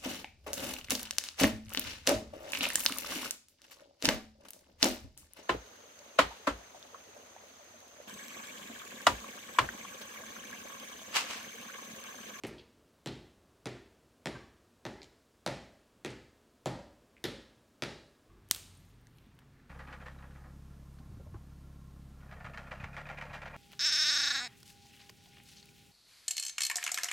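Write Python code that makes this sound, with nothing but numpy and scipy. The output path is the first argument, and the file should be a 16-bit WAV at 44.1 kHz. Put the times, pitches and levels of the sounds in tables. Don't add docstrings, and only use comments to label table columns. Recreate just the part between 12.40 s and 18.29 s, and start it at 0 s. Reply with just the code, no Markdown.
import sys
import numpy as np
from scipy import signal
from scipy.fft import rfft, irfft, next_fast_len
from scipy.io import wavfile
from scipy.ndimage import uniform_filter1d, map_coordinates

SR = 44100
rng = np.random.default_rng(int(sys.argv[2]) if len(sys.argv) > 2 else 0)


def dump_mix(stems):
    frames = np.atleast_2d(stems).T
    limited = np.clip(frames, -1, 1)
    pcm = np.round(limited * 32767).astype(np.int16)
    wavfile.write(sys.argv[1], SR, pcm)


N = 259969

# hz, density_db (per Hz)
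AIR_SPECTRUM = [(15, -41), (25, -9), (76, -1), (161, -6.5), (236, -1.5), (659, -8.5), (818, -15),
                (936, -12.5), (1130, -13.5), (1610, -17), (2000, -21), (2760, -20.5), (7710, -25.5),
                (14800, -33), (16000, -33)]
# start_s, force_db, heel_first_db, flat_sole_db, sole_pitch_hz
FOOTFALLS = [(.0364, -1.5, -3.5, -3, 2200), (.6601, 0.5, -3.5, -3, 3160), (1.2573, -1.5, -1, -1, 2320),
             (1.858, 1, 2.5, -0.5, 2340), (2.4525, -2.5, 3, -1.5, 1770), (3.063, 2, 7.5, 2.5, 2220),
             (3.648, -1, -2.5, 0, 2360), (4.2582, 3.5, 6.5, -2.5, 1700), (4.8408, 1, -4.5, 2, 3600),
             (5.423, -0.1, 1.5, 3.5, 4040)]
# hz, level_db
CLAP_SPECTRUM = [(100, -38), (500, 11), (900, -24.5), (1350, 1.5), (1900, 4.5), (2700, 1.6), (4200, 2.64),
                 (5500, -1), (7500, -6.5), (10000, -34.5), (16000, -47)]
# hz, level_db
SNAP_SPECTRUM = [(1000, -26), (5000, -17), (7500, 7), (10000, 3), (12500, -4.5), (16000, -15)]
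# pitch_hz, width_hz, right_foot_db, left_foot_db
FLOOR_MODES = [(128.5, 20, 0.5, 0.5), (177, 80, -47, -6), (216, 20, -3, -8.5), (258, 30, -11.5, -10),
               (379, 178, 0.5, -2)]
# pitch_hz, width_hz, level_db
BOARD_MODES = [(516, 71, 6.5), (590, 80, 2), (680, 50, -2), (795, 210, -1.5)]
# hz, t60_s
TAIL_T60 = [(60, 0.22), (160, 0.52), (420, 0.56), (1100, 0.57), (3000, 0.56), (7500, 0.58), (15000, 0.18)]
# hz, level_db
TAIL_LEVEL = [(40, 7.5), (90, 5.5), (160, 12), (350, 6.5), (800, 8), (3000, 1.5), (8000, -3), (15000, -1.5)]
# pitch_hz, level_db, t60_s
ROOM_MODES = [(53.1, -66.5, 0.64), (72.2, -72.5, 0.79), (98.6, -69, 0.64)]
# pitch_hz, level_db
RING_PARTIALS = [(1351, -106), (1658, -86), (1841, -88.5), (2580, -92), (3300, -94)]
# start_s, level_db, pitch_hz, decay_s (time constant), width (bandwidth over pitch)
CREAKS = [(.045, -14, 2400, .008, .5), (.0675, -25, 8000, .008, .9), (.064, -9, 500, .006, .6),
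          (.181, -21, 3400, .014, .6), (.672, -12, 3470, .002, .7), (1.949, -12, 1230, .01, .6),
          (2.618, -23, 3200, .0006, 1.1), (2.631, -26, 4400, .001, 1.1), (3.704, -28, 6300, .003, .6),
          (4.766, -26, 2150, .002, .6), (4.841, -16, 10300, .001, .35), (4.8415, -6, 3900, .012, .35)]

T = np.arange(SR) / SR
HZ = np.fft.rfftfreq(SR, 1 / SR)
AIR_DB = -67.5
TOP_HZ = 16500
THUD_DB, KNOCK_DB, SLAP_DB = 5, -2, -11.5
SNAP_DB, SNAP_PER_FORCE, SNAP_PER_FLAT = -26, 1.47, 0.93
HOLLOW_DB, HOLLOW_PER_HEEL = 3, 0.3
BOOM_DB, TINGLE_DB = 17.5, 11
WALL_S, WALL_GAIN = 0.0039, 0.19
CEILING_S, CEILING_GAIN = 0.0131, 0.8
WANDER_S = 0.000317
FURNITURE_FIRST_S, FURNITURE_LAST_S = 0.006, 0.032
FURNITURE_GAIN, FURNITURE_FADE_S = 0.23, 0.072


def amp(db):
    return 10 ** (np.asarray(db) / 20)


def unit(x):
    return x / np.sqrt(np.mean(np.abs(x) ** 2) + 1e-20)


def along(points, hz):
    f, v = np.transpose(points)
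    return np.interp(np.log(hz + 1), np.log(f + 1), v)


def causal(db):
    cepstrum = irfft(np.log(amp(db)))
    cepstrum[1:SR // 2] *= 2
    cepstrum[SR // 2 + 1:] = 0
    return np.exp(rfft(cepstrum))


def resonance(hz, width):
    return 1j * HZ * width / (hz ** 2 - HZ ** 2 + 1j * HZ * width)


def body(modes):
    power = sum(np.abs(amp(db) * resonance(hz, width)) ** 2 for hz, width, db in modes)
    return causal(10 * np.log10(power + 1e-9))


def soft(corner_hz, order):
    return causal(-10 * np.log10(1 + (HZ / corner_hz) ** (2 * order)))


def bass_loss(corner_hz):
    return causal(-10 * np.log10(1 + (corner_hz / (HZ + 1)) ** (2 * 2)))


def band(hz, width, order=3):
    f = HZ + 1
    detuning = np.abs((f / hz - hz / f) / width)
    loss = np.minimum(1 + detuning ** (2 * order), 1e8)
    return causal(-10 * np.log10(loss))


def patter(length_s, first=0):
    grains = rng.standard_normal(SR) * np.exp(-T / length_s)
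    return unit(first + rfft(grains / np.linalg.norm(grains)))


def add(track, start_s, sound):
    part = track[max(round(start_s * SR), 0):][:len(sound)]
    part += sound[:len(part)]


def room_tone(waver_db=0.9):
    hz = np.fft.rfftfreq(N, 1 / SR)
    noise = rfft(rng.standard_normal(N))
    hush = unit(irfft(noise * amp(along(AIR_SPECTRUM, hz)), N))
    low = irfft(rfft(hush) / (1 + (hz / 800) ** 2), N)
    drift = map_coordinates(rng.standard_normal(N // 5000 + 4), [np.arange(N) / 5000])
    return amp(AIR_DB) * (hush + low * (amp(waver_db * drift) - 1))


def slap(force_db, heel_db, flat_db, sole_hz, octaves=0.31):
    distance = np.log2((HZ + 1) / sole_hz) / octaves
    hollow_db = (HOLLOW_DB - HOLLOW_PER_HEEL * heel_db) / (1 + distance ** (2 * 2))
    clap_db = SLAP_DB + force_db + flat_db + along(CLAP_SPECTRUM, HZ) + hollow_db
    snap_db = SNAP_DB + SNAP_PER_FORCE * force_db + SNAP_PER_FLAT * flat_db + along(SNAP_SPECTRUM, HZ)
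    power = amp(clap_db) ** 2 + amp(snap_db) ** 2
    return causal(10 * np.log10(power))


def thud(foot):
    modes = [(hz, width, levels[foot]) for hz, width, *levels in FLOOR_MODES]
    return body(modes) * bass_loss(85) * soft(530, order=2)


def knock():
    return body(BOARD_MODES) * soft(1230, order=4) * bass_loss(380)


def reflections(count=7, smear_s=0.00085):
    place = (np.arange(count) + rng.random(count)) / count
    scattered_s = FURNITURE_FIRST_S + (FURNITURE_LAST_S - FURNITURE_FIRST_S) * place ** 2
    main_s = np.array([WALL_S, CEILING_S]) + WANDER_S * rng.standard_normal(2)
    delay_s = np.r_[main_s, scattered_s]
    wall, ceiling, *furniture = np.exp(-2j * np.pi * delay_s[:, None] * HZ)
    weak = FURNITURE_GAIN * np.exp(-scattered_s / FURNITURE_FADE_S) @ np.array(furniture)
    smeared_ceiling = ceiling * patter(smear_s, first=1.3)
    return WALL_GAIN * wall + CEILING_GAIN * smeared_ceiling + weak


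def even_noise(size_hz):
    noise = rng.standard_normal(SR)
    power = np.abs(rfft(noise * amp(-60 * T / 0.5))) ** 2
    smooth_power = np.abs(uniform_filter1d(power, size_hz))
    return unit(irfft(rfft(noise) / np.sqrt(smooth_power + 1e-9)))


def diffuse_tail(build_s=0.0044, scatter=1.02, scatter_s=0.0086):
    hz, t, z = signal.stft(even_noise(size_hz=60), SR, nperseg=256)
    t60 = along(TAIL_T60, hz)[:, None]
    decay = amp(along(TAIL_LEVEL, hz)[:, None] - 60 * t / t60)
    same_energy = np.sqrt(2 * np.log(1000) / (t60 * SR))
    tail = signal.istft(z * decay * same_energy, SR, nperseg=256)[1][:SR]
    build = 1 - np.exp(-T / build_s)
    nearby = 1 + scatter * np.exp(-T / scatter_s)
    return rfft(tail * build * nearby)


def room(mirror_hz=900, bass_share=0.7):
    ratio = (HZ / mirror_hz) ** 2
    early = reflections() * (bass_share + ratio) / (1 + ratio)
    return 1 + early * soft(7100, order=1), diffuse_tail()


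def boom(swell_s=0.045):
    total = np.zeros(SR)
    for hz, db, t60 in ROOM_MODES:
        pitch_hz = hz + rng.normal(0, 1)
        total += amp(db - 60 * T / t60) * np.sin(2 * np.pi * pitch_hz * T)
    return (1 - np.exp(-T / swell_s)) ** 2 * total


def tingle(t60=2.4):
    total = np.zeros(SR)
    for hz, db in RING_PARTIALS:
        level_db = db + rng.normal(0, 1)
        total += amp(level_db - 60 * T / t60) * np.sin(2 * np.pi * hz * T)
    return (1 - T) * total


def footfalls(give_s=0.001675, knock_wet_db=-6, tread_s=0.001):
    track = np.zeros(N)
    thuds = [thud(foot) for foot in range(2)]
    board_knock = knock()
    late = np.exp(-2j * np.pi * HZ * give_s)
    for k, (start_s, force_db, heel_db, flat_db, sole_hz) in enumerate(FOOTFALLS):
        near, tail = room()
        frayed = patter(tread_s, first=0.7)
        sole = slap(force_db, heel_db, flat_db, sole_hz) * (frayed * near + tail)
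        weight = amp(THUD_DB + force_db) * thuds[k % 2] * (near + tail)
        boards = amp(KNOCK_DB + force_db + heel_db) * board_knock * (near + amp(knock_wet_db) * tail)
        add(track, start_s, irfft(sole + (weight + boards) * late))
        add(track, start_s, amp(BOOM_DB + force_db) * boom())
        add(track, start_s, amp(TINGLE_DB + force_db + flat_db) * tingle())
    return track


def creaks(wet_db=-4):
    track = np.zeros(N)
    for start_s, level_db, pitch_hz, decay_s, width in CREAKS:
        near, tail = room()
        tick = amp(level_db) * patter(decay_s) * band(pitch_hz, width)
        add(track, start_s, irfft(tick * (near + amp(wet_db) * tail)))
    return track


def scene():
    mono = room_tone() + footfalls() + creaks()
    return np.array([mono, mono])


def record(dry):
    m = next_fast_len(N + SR // 2)
    kept = np.fft.rfftfreq(m, 1 / SR) < TOP_HZ
    return irfft(rfft(dry, m) * kept, m)[:, :N]


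dry = scene()
out = record(dry)
dump_mix(out)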